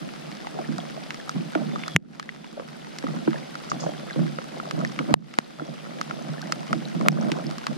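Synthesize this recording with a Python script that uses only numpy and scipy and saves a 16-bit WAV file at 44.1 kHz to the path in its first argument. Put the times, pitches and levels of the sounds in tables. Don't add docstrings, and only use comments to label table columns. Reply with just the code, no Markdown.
import sys
import numpy as np
from scipy import signal
from scipy.io import wavfile
from scipy.ndimage import uniform_filter1d, minimum_filter1d

SR = 44100
rng = np.random.default_rng(int(sys.argv[2]) if len(sys.argv) > 2 else 0)


def wav_out(sig):
    wavfile.write(sys.argv[1], SR, np.round(np.clip(np.atleast_2d(sig).T, -1, 1) * 32767).astype(np.int16))


N = 342657
TIME = np.arange(N) / SR
DROP_TIME = TIME[:2048]


def from_db(db):
    return 10 ** (np.asarray(db) / 20)


def rms_one(x):
    return x / np.sqrt(np.mean(x ** 2) + 1e-20)


def fade(t, t60):
    return from_db(-60 * t / t60)


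def at_hz(points, hz):
    table = np.array(points)
    return np.interp(np.log(hz), np.log(table[:, 0]), table[:, 1])


def cut(x, hz, kind, order=2):
    safe_hz = np.clip(hz, 10, .45 * SR)
    return signal.sosfilt(signal.butter(order, safe_hz, kind, fs=SR, output="sos"), x + 1e-18)


def resonate(x, hz, width_hz):
    r = np.exp(-np.pi * width_hz / SR)
    feed = np.array([1, 0, -1]) * (1 - r * r) / 2
    return signal.lfilter(feed, [1, -2 * r * np.cos(2 * np.pi * hz / SR), r * r], x + 1e-18)


def stereo(pair, likeness, pan_db=0):
    c = np.clip(likeness, -.98, .98)
    mid, side = np.sqrt(1 + c) * pair[0], np.sqrt(1 - c) * pair[1]
    return np.array([mid + side, mid - side]) * from_db([[pan_db / 2], [-pan_db / 2]])


def grains(per_s, spread_db):
    sizes = from_db(spread_db * np.minimum(rng.exponential(1, (2, N)), 4))
    happens = rng.random((2, N)) < per_s / SR
    return happens * sizes * rng.choice([-1, 1], (2, N))


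def even(x, seconds):
    power = uniform_filter1d(np.mean(x ** 2, axis=0), max(int(seconds * SR), 1))
    return x / np.sqrt(np.abs(power) + 1e-12)


def add(out, s, sound):
    i = int(np.clip(s * SR, 0, N - 1))
    out[:, i:i + sound.shape[1]] += sound[:, :N - i]


# (pitch_hz, relative_level_db per Hz)
RAIN_SPECTRUM = [(200, 13), (500, 4.5), (700, 8), (1000, -4), (1300, 0.5), (2000, -3), (3000, -4.5),
                 (4400, -5.5), (6000, -11.5), (8000, -16), (10000, -17), (12000, -26.5), (14500, -29),
                 (16000, -67.5)]
# (pitch_hz, likeness from -1 to 1)
RAIN_LIKENESS = [(130, 0.1), (640, -0.68), (1410, 0.2), (3100, 0.5), (4500, 0.44), (6820, -0.4),
                 (15000, 0.21)]


def rain_on_lake(db=-41.5, near_per_s=160, spread_db=6, near_share=0.58):
    edges_hz = np.geomspace(200, 16500, num=20)
    far, out = rng.standard_normal((2, 2, N)), 0
    for k, (low, high) in enumerate(zip(edges_hz, edges_hz[1:])):
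        if k % 2 == 0:
            near = near_share * rms_one(grains(near_per_s, spread_db))
        hz = np.sqrt(low * high)
        band = cut(far[k % 2] + near, [low, high], "band")
        placed = stereo(band, at_hz(RAIN_LIKENESS, hz), pan_db=0.7)
        out = out + from_db(at_hz(RAIN_SPECTRUM, hz)) * placed
    return from_db(db) * rms_one(out)


def plink(hz, cycles, behind, rise=0.38):
    phase = 2 * np.pi * hz * (DROP_TIME + rise * DROP_TIME ** 2) - np.array([[0], [behind]])
    return np.sin(phase) * fade(DROP_TIME, cycles / hz) * (1 - np.exp(-DROP_TIME * hz))


# (start_s, starting_pitch_hz, level_db)
CLOSE_PLINKS_AND_TICKS = [(0.3243, 4435, -31), (0.646, 1750, -27), (0.802, 3300, -23), (1.2, 1720, -26),
                          (3.081, 2000, -27), (3.107, 2420, -40), (3.359, 1730, -23.5), (4.101, 2020, -24),
                          (4.1308, 4070, -23.5), (4.8749, 5100, -25), (5.6687, 5700, -30),
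                          (6.3394, 1390, -29), (6.381, 1750, -28), (6.4266, 1540, -24), (6.456, 1930, -29),
                          (6.8537, 3960, -22), (7.119, 5430, -23), (7.2127, 5730, -23.5),
                          (7.4398, 1870, -31), (7.4674, 5050, -20.5)]


def plinks_and_ticks(per_s=80, db=-41, spread_db=5.0, cycles=18, tilt_db=-3):
    out, draws = np.zeros((2, N)), rng.random(size=(1500, 5))
    for s, hz, near_db in CLOSE_PLINKS_AND_TICKS:
        add(out, s, from_db(near_db) * plink(hz, cycles=27, behind=0.9))
    for when, pitch, size, side, turn in draws[:int(per_s * N / SR)]:
        pan_db = np.array([[3], [-3]]) * (2 * side - 1)
        level_db = db + tilt_db * pitch + spread_db * min(-np.log(size), 3) + pan_db
        small = plink(1100 * 2 ** (2.5 * pitch), cycles, np.pi * (2 * turn - 1))
        add(out, when * N / SR, from_db(level_db) * small)
    return out


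def wall_ring(hz, t60, behind):
    phase = 2 * np.pi * hz * DROP_TIME - np.array([[0], [behind]])
    return np.sin(phase) * fade(DROP_TIME, t60) * (1 - np.exp(-DROP_TIME / 0.00027))


def lid(t60=0.0059, behind=0.73, spray_db=-9, spray_t60=0.036):
    low_shift, high_shift = rng.normal(0, .05, 2)
    noise = rng.standard_normal((2, len(DROP_TIME)))
    smack = rms_one(cut(noise, [1100, 3000], "band")) * from_db(spray_db) * fade(DROP_TIME, spray_t60)
    low = wall_ring(2060 * np.exp(low_shift), t60, behind)
    high = wall_ring(2650 * np.exp(high_shift), t60, behind)
    return low + 0.49 * high + .5 * smack


# (pitch_hz, width_hz, relative_level_db)
CASE_MODES = [(4340, 1170, 13), (5580, 760, 14), (7140, 1060, 5)]


def splat(t60=0.017, broad_db=-7, top_hz=11500, crack_db=20):
    spray = rng.standard_normal((2, len(DROP_TIME))) * fade(DROP_TIME, t60)
    spray[:, 0] += from_db(crack_db)
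    modes = 0
    for k, (hz, width_hz, db) in enumerate(CASE_MODES):
        gain = (-1) ** k * from_db(db + rng.normal(0, 1))
        modes = modes + gain * resonate(spray, hz, width_hz)
    tick = cut(modes + from_db(broad_db) * cut(spray, 4000, "high"), top_hz, "low", order=3)
    return tick / np.sqrt(np.sum(tick ** 2) / (SR * 0.00023))


def case_drop(hz, wall_db, lid_db, splat_db):
    wall = from_db(wall_db) * wall_ring(hz, t60=0.014, behind=2.205)
    return wall + from_db(lid_db) * lid() + from_db(splat_db) * splat()


def patter(per_s=32, wall_db=-32, lid_db=-35, splat_db=-38):
    out = np.zeros((2, N))
    times = np.cumsum(rng.exponential(1, size=500)) / per_s
    draws = np.clip(rng.normal(0, 1, size=(500, 5)), -1.6, 1.6)
    for s, (size, pitch, on_wall, on_lid, burst) in zip(times[times < N / SR], draws):
        hz = 1240 * np.exp(.2 * pitch)
        drop = case_drop(hz, wall_db + 3 * on_wall, lid_db + 3 * on_lid, splat_db + 3 * burst)
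        add(out, s, from_db(2.5 * size) * drop)
    return out


SMEAR_LEAD_S, SMEAR_SWELL_S = .02, .004


def thud(hz, low_cut_hz, cycles=4.0):
    t = DROP_TIME - SMEAR_LEAD_S
    swing = np.where(t < 0, np.exp(t / SMEAR_SWELL_S), fade(t, cycles / hz))
    return np.tile(cut(np.sin(2 * np.pi * hz * t) * swing, low_cut_hz, "high", order=2), (2, 1))


# (start_s, wall_pitch_hz, wall_level_db, lid_level_db, splat_level_db)
LARGE_DROPS = [(0.4701, 830, -17, -22.5, -33), (0.782, 1340, -19, -40, -22), (1.106, 1250, -24, -15.5, -24),
               (1.1441, 1250, -22.5, -23, -24.5), (1.2936, 1300, -12, -28, -17.5),
               (1.551, 1440, -11.5, -15, -47), (1.759, 1210, -14, -39, -34), (1.836, 1490, -43, -16.5, -38),
               (1.8803, 1290, -15, -27, -18.5), (2.197, 1180, -7.5, -11, -13.5),
               (2.2274, 1730, -18, -26, -23), (2.291, 1970, -12, -13.5, -38), (2.4444, 1000, -22, -24, -37),
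               (2.597, 1130, -18, -21.5, -43.5), (2.986, 1340, -47.5, -21.5, -16.5),
               (3.068, 1250, -15.5, -27, -43), (3.3313, 1280, -18, -24, -34),
               (3.5537, 1340, -17.5, -24, -25), (3.7169, 1190, -7.5, -20, -26),
               (4.1085, 1630, -18.5, -30, -35), (4.386, 1320, -14, -21.5, -46),
               (4.6, 1300, -14.5, -42, -37), (4.7101, 1210, -14.5, -17, -20),
               (4.813, 1260, -17.5, -31, -38), (4.8489, 1870, -11.5, -25, -22),
               (4.99, 1280, -10.5, -13, -28), (5.339, 1270, -20, -18, -22),
               (5.597, 1360, -14.5, -37, -48.5), (6.0127, 1270, -10, -18.5, -17.5),
               (6.1096, 1350, -13.5, -23, -35), (6.417, 1170, -29, -34, -21), (6.5221, 1310, -8, -12.5, -9),
               (6.7295, 1300, -5.5, -14, -18), (7.0109, 1080, -13.5, -22, -28.5),
               (7.0613, 1290, -13, -23, -47), (7.3178, 960, -18, -11, -15.5),
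               (7.5107, 1290, -23, -26.5, -26.5), (7.5826, 1190, -21.5, -24, -22),
               (7.6674, 1170, -11, -12.5, -14.5)]
# (start_s, wall_level_db, wall_pitch_hz,
# wall_t60_s, right_side_lag_rad, lid_pitch_hz, lid_level_db, splat_level_db,
# thud_level_db, thud_pitch_hz, thud_low_cut_hz)
DIRECT_HITS = [(1.963, 41.5, 2125, 0.0032, 0.28, 2700, 34, 24, 4, 157, 81),
               (5.1407, 40.5, 870, 0.0031, 2.42, 1805, 28.5, 18, -3, 172, 140),
               (5.3873, 20, 960, 0.002, 2.48, 1640, -1, -6.5, -15, 222, 203),
               (7.0845, 11.5, 1280, 0.0065, 3.1, 2250, 7.5, -4, -21, 220, 300)]


def case_drops():
    ticks, thuds = patter(), np.zeros((2, N))
    for s, hz, wall_db, lid_db, splat_db in LARGE_DROPS:
        add(ticks, s, case_drop(hz, wall_db, lid_db, splat_db))
    for (s, wall_db, hz, t60, behind, lid_hz, lid_db, splat_db,
         thud_db, thud_hz, low_cut_hz) in DIRECT_HITS:
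        wall = from_db(wall_db) * wall_ring(hz, t60, behind)
        lid_tone = from_db(lid_db) * wall_ring(lid_hz, t60=0.0035, behind=0.8)
        burst = from_db(splat_db) * splat(t60=0.0045, broad_db=0)
        add(ticks, s, wall + lid_tone + burst)
        add(thuds, s - SMEAR_LEAD_S, from_db(thud_db) * thud(thud_hz, low_cut_hz))
    return cut(ticks, 190, "high") + thuds


# (pitch_hz, width_hz, relative_level_db, left_right_likeness from -1 to 1)
HULL_MODES = [(149.6, 15.6, 1.5, -0.0026), (226.8, 25, 2, -0.39), (251.2, 46, -4.5, 0.21),
              (328.5, 36, -5.5, -0.28)]


def hull_rumble(level_db):
    pushes, modes = grains(90, 2.0), 0
    for k, (hz, width_hz, db, likeness) in enumerate(HULL_MODES):
        gain = (-1) ** k * from_db(db) / np.sqrt(width_hz)
        modes = modes + gain * stereo(resonate(pushes, hz, width_hz), likeness, pan_db=-4.5)
    boom = cut(cut(modes, 146.0, "high", order=10), 400, "low", order=3)
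    return from_db(level_db) * even(boom, 0.055)


def pocket(hz, ahead, cycles, swell_s=0.0005, rise=0.32):
    t = TIME[:SR // 8]
    phase = 2 * np.pi * hz * (t + rise * t ** 2) + np.array([[0], [ahead]])
    return np.sin(phase) * (1 - np.exp(-t / swell_s)) ** 2 * fade(t, cycles / hz)


# (pitch_hz, relative_level_db)
GURGLE_SPECTRUM = [(380, -6.5), (470, -10), (550, 0.5), (680, 2), (850, -16), (1250, 2.5), (1800, -13)]


def gurgle(level_db, soft_hz=1500):
    out = np.zeros((2, N))
    for when, pitch, size, turn in rng.random(size=(int(480 * N / SR), 4)):
        hz = 380 * (1800 / 380) ** (pitch ** 1.5)
        gain = from_db(at_hz(GURGLE_SPECTRUM, hz) + 9 * size)
        add(out, when * N / SR, gain * pocket(hz, np.pi * (.3 + .7 * turn), cycles=14))
    soft = cut(cut(out, 370, "high", order=3), soft_hz, "low", order=3)
    return from_db(level_db) * even(soft, 0.2)


def lapping(start_s, push_s, fall_db_per_s):
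    age = TIME - start_s
    attack_s = 0.025
    return np.clip(age / attack_s, 0, 1) * from_db(-fall_db_per_s * np.clip(age - push_s, 0, 1))


# (start_s, push_length_s, boom_level_db, gurgle_level_db)
WAVELETS = [(0.0, 0.027, -34, -44), (0.261, 0.024, -39.5, -42.5), (0.528, 0.067, -38, -37),
            (0.67, 0.037, -26.5, -48), (0.767, 0.25, -43, -44.5), (1.33, 0.081, -29, -47),
            (1.544, 0.2, -29, -38.5), (2.555, 0.019, -40, -32), (3.043, 0.13, -29, -41),
            (3.26, 0.026, -23, -40), (3.327, 0.033, -52, -35.5), (3.704, 0.021, -29, -35),
            (3.81, 0.05, -30.5, -30.5), (3.926, 0.17, -41, -43), (4.162, 0.029, -17.5, -34),
            (4.513, 0.33, -44, -40), (4.722, 0.12, -27.5, -38), (4.971, 0.038, -28, -33.5),
            (5.074, 0.052, -22.5, -32.5), (5.581, 0.023, -33, -31), (5.67, 0.017, -28, -35),
            (5.804, 0.21, -36, -43), (6.06, 0.31, -34, -42), (6.393, 0.22, -34, -41.5),
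            (6.681, 0.086, -26, -37), (6.826, 0.11, -34, -48), (6.93, 0.073, -25, -37),
            (7.008, 0.3, -24.5, -34), (7.308, 0.033, -42, -26.5), (7.425, 0.06, -28.5, -36.5),
            (7.668, 0.056, -29, -40)]


def waves_on_hull():
    boom, air = from_db(-42.5) ** 2, from_db(-49) ** 2
    for s, push_s, boom_db, gurgle_db in WAVELETS:
        boom = boom + (from_db(boom_db) * lapping(s, push_s, fall_db_per_s=122.5)) ** 2
        air = air + (from_db(gurgle_db) * lapping(s, push_s, fall_db_per_s=183)) ** 2
    return hull_rumble(10 * np.log10(boom)) + gurgle(10 * np.log10(air))


# (start_s, level_db, starting_pitch_hz)
PLOPS = [(.588, -15.5, 746), (0.591, -23.5, 338), (.688, -20.5, 253), (0.787, -19, 705), (.975, -21.5, 646),
         (1.36, -18, 175), (1.555, -11, 310), (1.554, -15, 646), (1.619, -20, 232), (2.596, -18, 546),
         (3.038, -16.5, 270), (3.039, -20, 520), (3.153, -21, 184), (3.276, -3.5, 322), (3.864, -13.5, 614),
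         (3.89, -19, 590), (4.159, -22, 503), (4.158, -21, 302), (4.182, -39, 222), (4.192, -14, 166),
         (4.231, -18, 200), (4.384, -22, 528), (4.784, -20, 199), (4.993, -20, 269), (5.087, -19.5, 250),
         (5.107, -14, 296), (5.617, -16, 308), (6.288, -16, 149), (6.716, -20, 164), (7.01, -16.5, 224),
         (7.061, -13, 600), (7.075, -16, 232), (7.233, -20, 220), (7.386, -23, 656)]


def plops(ahead=1.79, slap_db=-19, slap_t60=0.037):
    out = np.zeros((2, N))
    froth = rms_one(cut(cut(grains(3000, 2.0), [350, 1500], "band"), 2200, "low"))
    for s, db, hz in PLOPS:
        ring = pocket(hz, ahead, cycles=22)
        i, n = int(s * SR), ring.shape[1]
        slap = froth[:, i:i + n] * fade(TIME[:n], slap_t60)
        add(out, s, from_db(db) * (ring + from_db(slap_db) * slap))
    return cut(out, 140.0, "high", order=8) * from_db([[-1.5], [1.5]])


# (start_s, decay_s to 37 percent, starting_level_db)
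SPLASHES = [(3.699, 0.014, -34), (3.802, 0.036, -37)]


def splashes():
    level = 0
    for s, decay_s, db in SPLASHES:
        level = level + from_db(db) * (TIME >= s) * np.exp(-np.abs(TIME - s) / decay_s)
    return level * rms_one(cut(grains(650, 1.7), [4500, 7000], "band", order=3))


# (start_s, crest_pitch_hz before waver, level_db)
BIRD_NOTES = [(1.68, 3550, -47), (2.27, 3550, -52), (3.66, 3450, -55), (3.97, 3500, -53), (5.42, 3530, -53)]


def bird(echo_db=-12, flutter_db=3):
    note_s, crest_s, bend_s, sag_hz_per_s = .33, .07, .06, 1700
    out, t = np.zeros((2, N)), TIME[:int(note_s * SR)]
    sag_hz = sag_hz_per_s * (np.hypot(t - crest_s, bend_s) - bend_s)
    swell = np.sin(np.pi * t / note_s) ** .7
    knots = np.linspace(0, note_s, num=14)
    for s, hz, db in BIRD_NOTES:
        waver, flutter = (np.interp(t, knots, row) for row in rng.normal(size=(2, 14)))
        phase = 2 * np.pi * np.cumsum(hz - sag_hz + 9 * waver) / SR + np.array([[0], [.8]])
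        note = from_db(db + flutter_db * flutter) * np.sin(phase) * swell
        add(out, s, note)
        for delay_s in rng.uniform(.02, .12, size=3):
            add(out, s + delay_s, from_db(echo_db) * note)
    return out


def far_rumble(db=-69, top_hz=130):
    noise = cut(rng.standard_normal((2, N)), top_hz, "low")
    return from_db(db) * rms_one(stereo(noise, 0.4))


def scene():
    water = waves_on_hull() + plops() + splashes()
    return water + rain_on_lake() + plinks_and_ticks() + case_drops() + bird() + far_rumble()


def release(over_db, db_per_s):
    return np.maximum.accumulate(over_db + db_per_s * TIME) - db_per_s * TIME


def limit(x, top_db, hold_s, fast_db_per_s, slow_share, slow_db_per_s, size):
    peak_db = 20 * np.log10(np.abs(x).max(axis=0) + 1e-9)
    over_db = np.maximum(peak_db - top_db, 0)
    hold = 2 * int(abs(hold_s) * SR / 2) + 1
    held_db = -minimum_filter1d(-over_db, hold, origin=hold // 2)
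    duck_db = np.maximum(release(held_db, fast_db_per_s), release(slow_share * held_db, slow_db_per_s))
    smooth_db = uniform_filter1d(-minimum_filter1d(-duck_db, size), size)
    return x * from_db(-smooth_db)


def record(dry):
    split_hz, cutoff_hz = 380, 16600
    low, high = (cut(cut(dry, split_hz, kind), split_hz, kind) for kind in ("low", "high"))
    low = limit(low, top_db=-11.5, hold_s=0.0026, fast_db_per_s=697,
                slow_share=0.27, slow_db_per_s=3.0, size=151)
    high = limit(high, top_db=3.0, hold_s=0.038, fast_db_per_s=160,
                 slow_share=0.34, slow_db_per_s=10.0, size=25)
    clipped = np.clip(low + high, -1, 1)
    return signal.sosfilt(signal.cheby2(12, 70, cutoff_hz, fs=SR, output="sos"), clipped)


dry = scene()
out = record(dry)
wav_out(out)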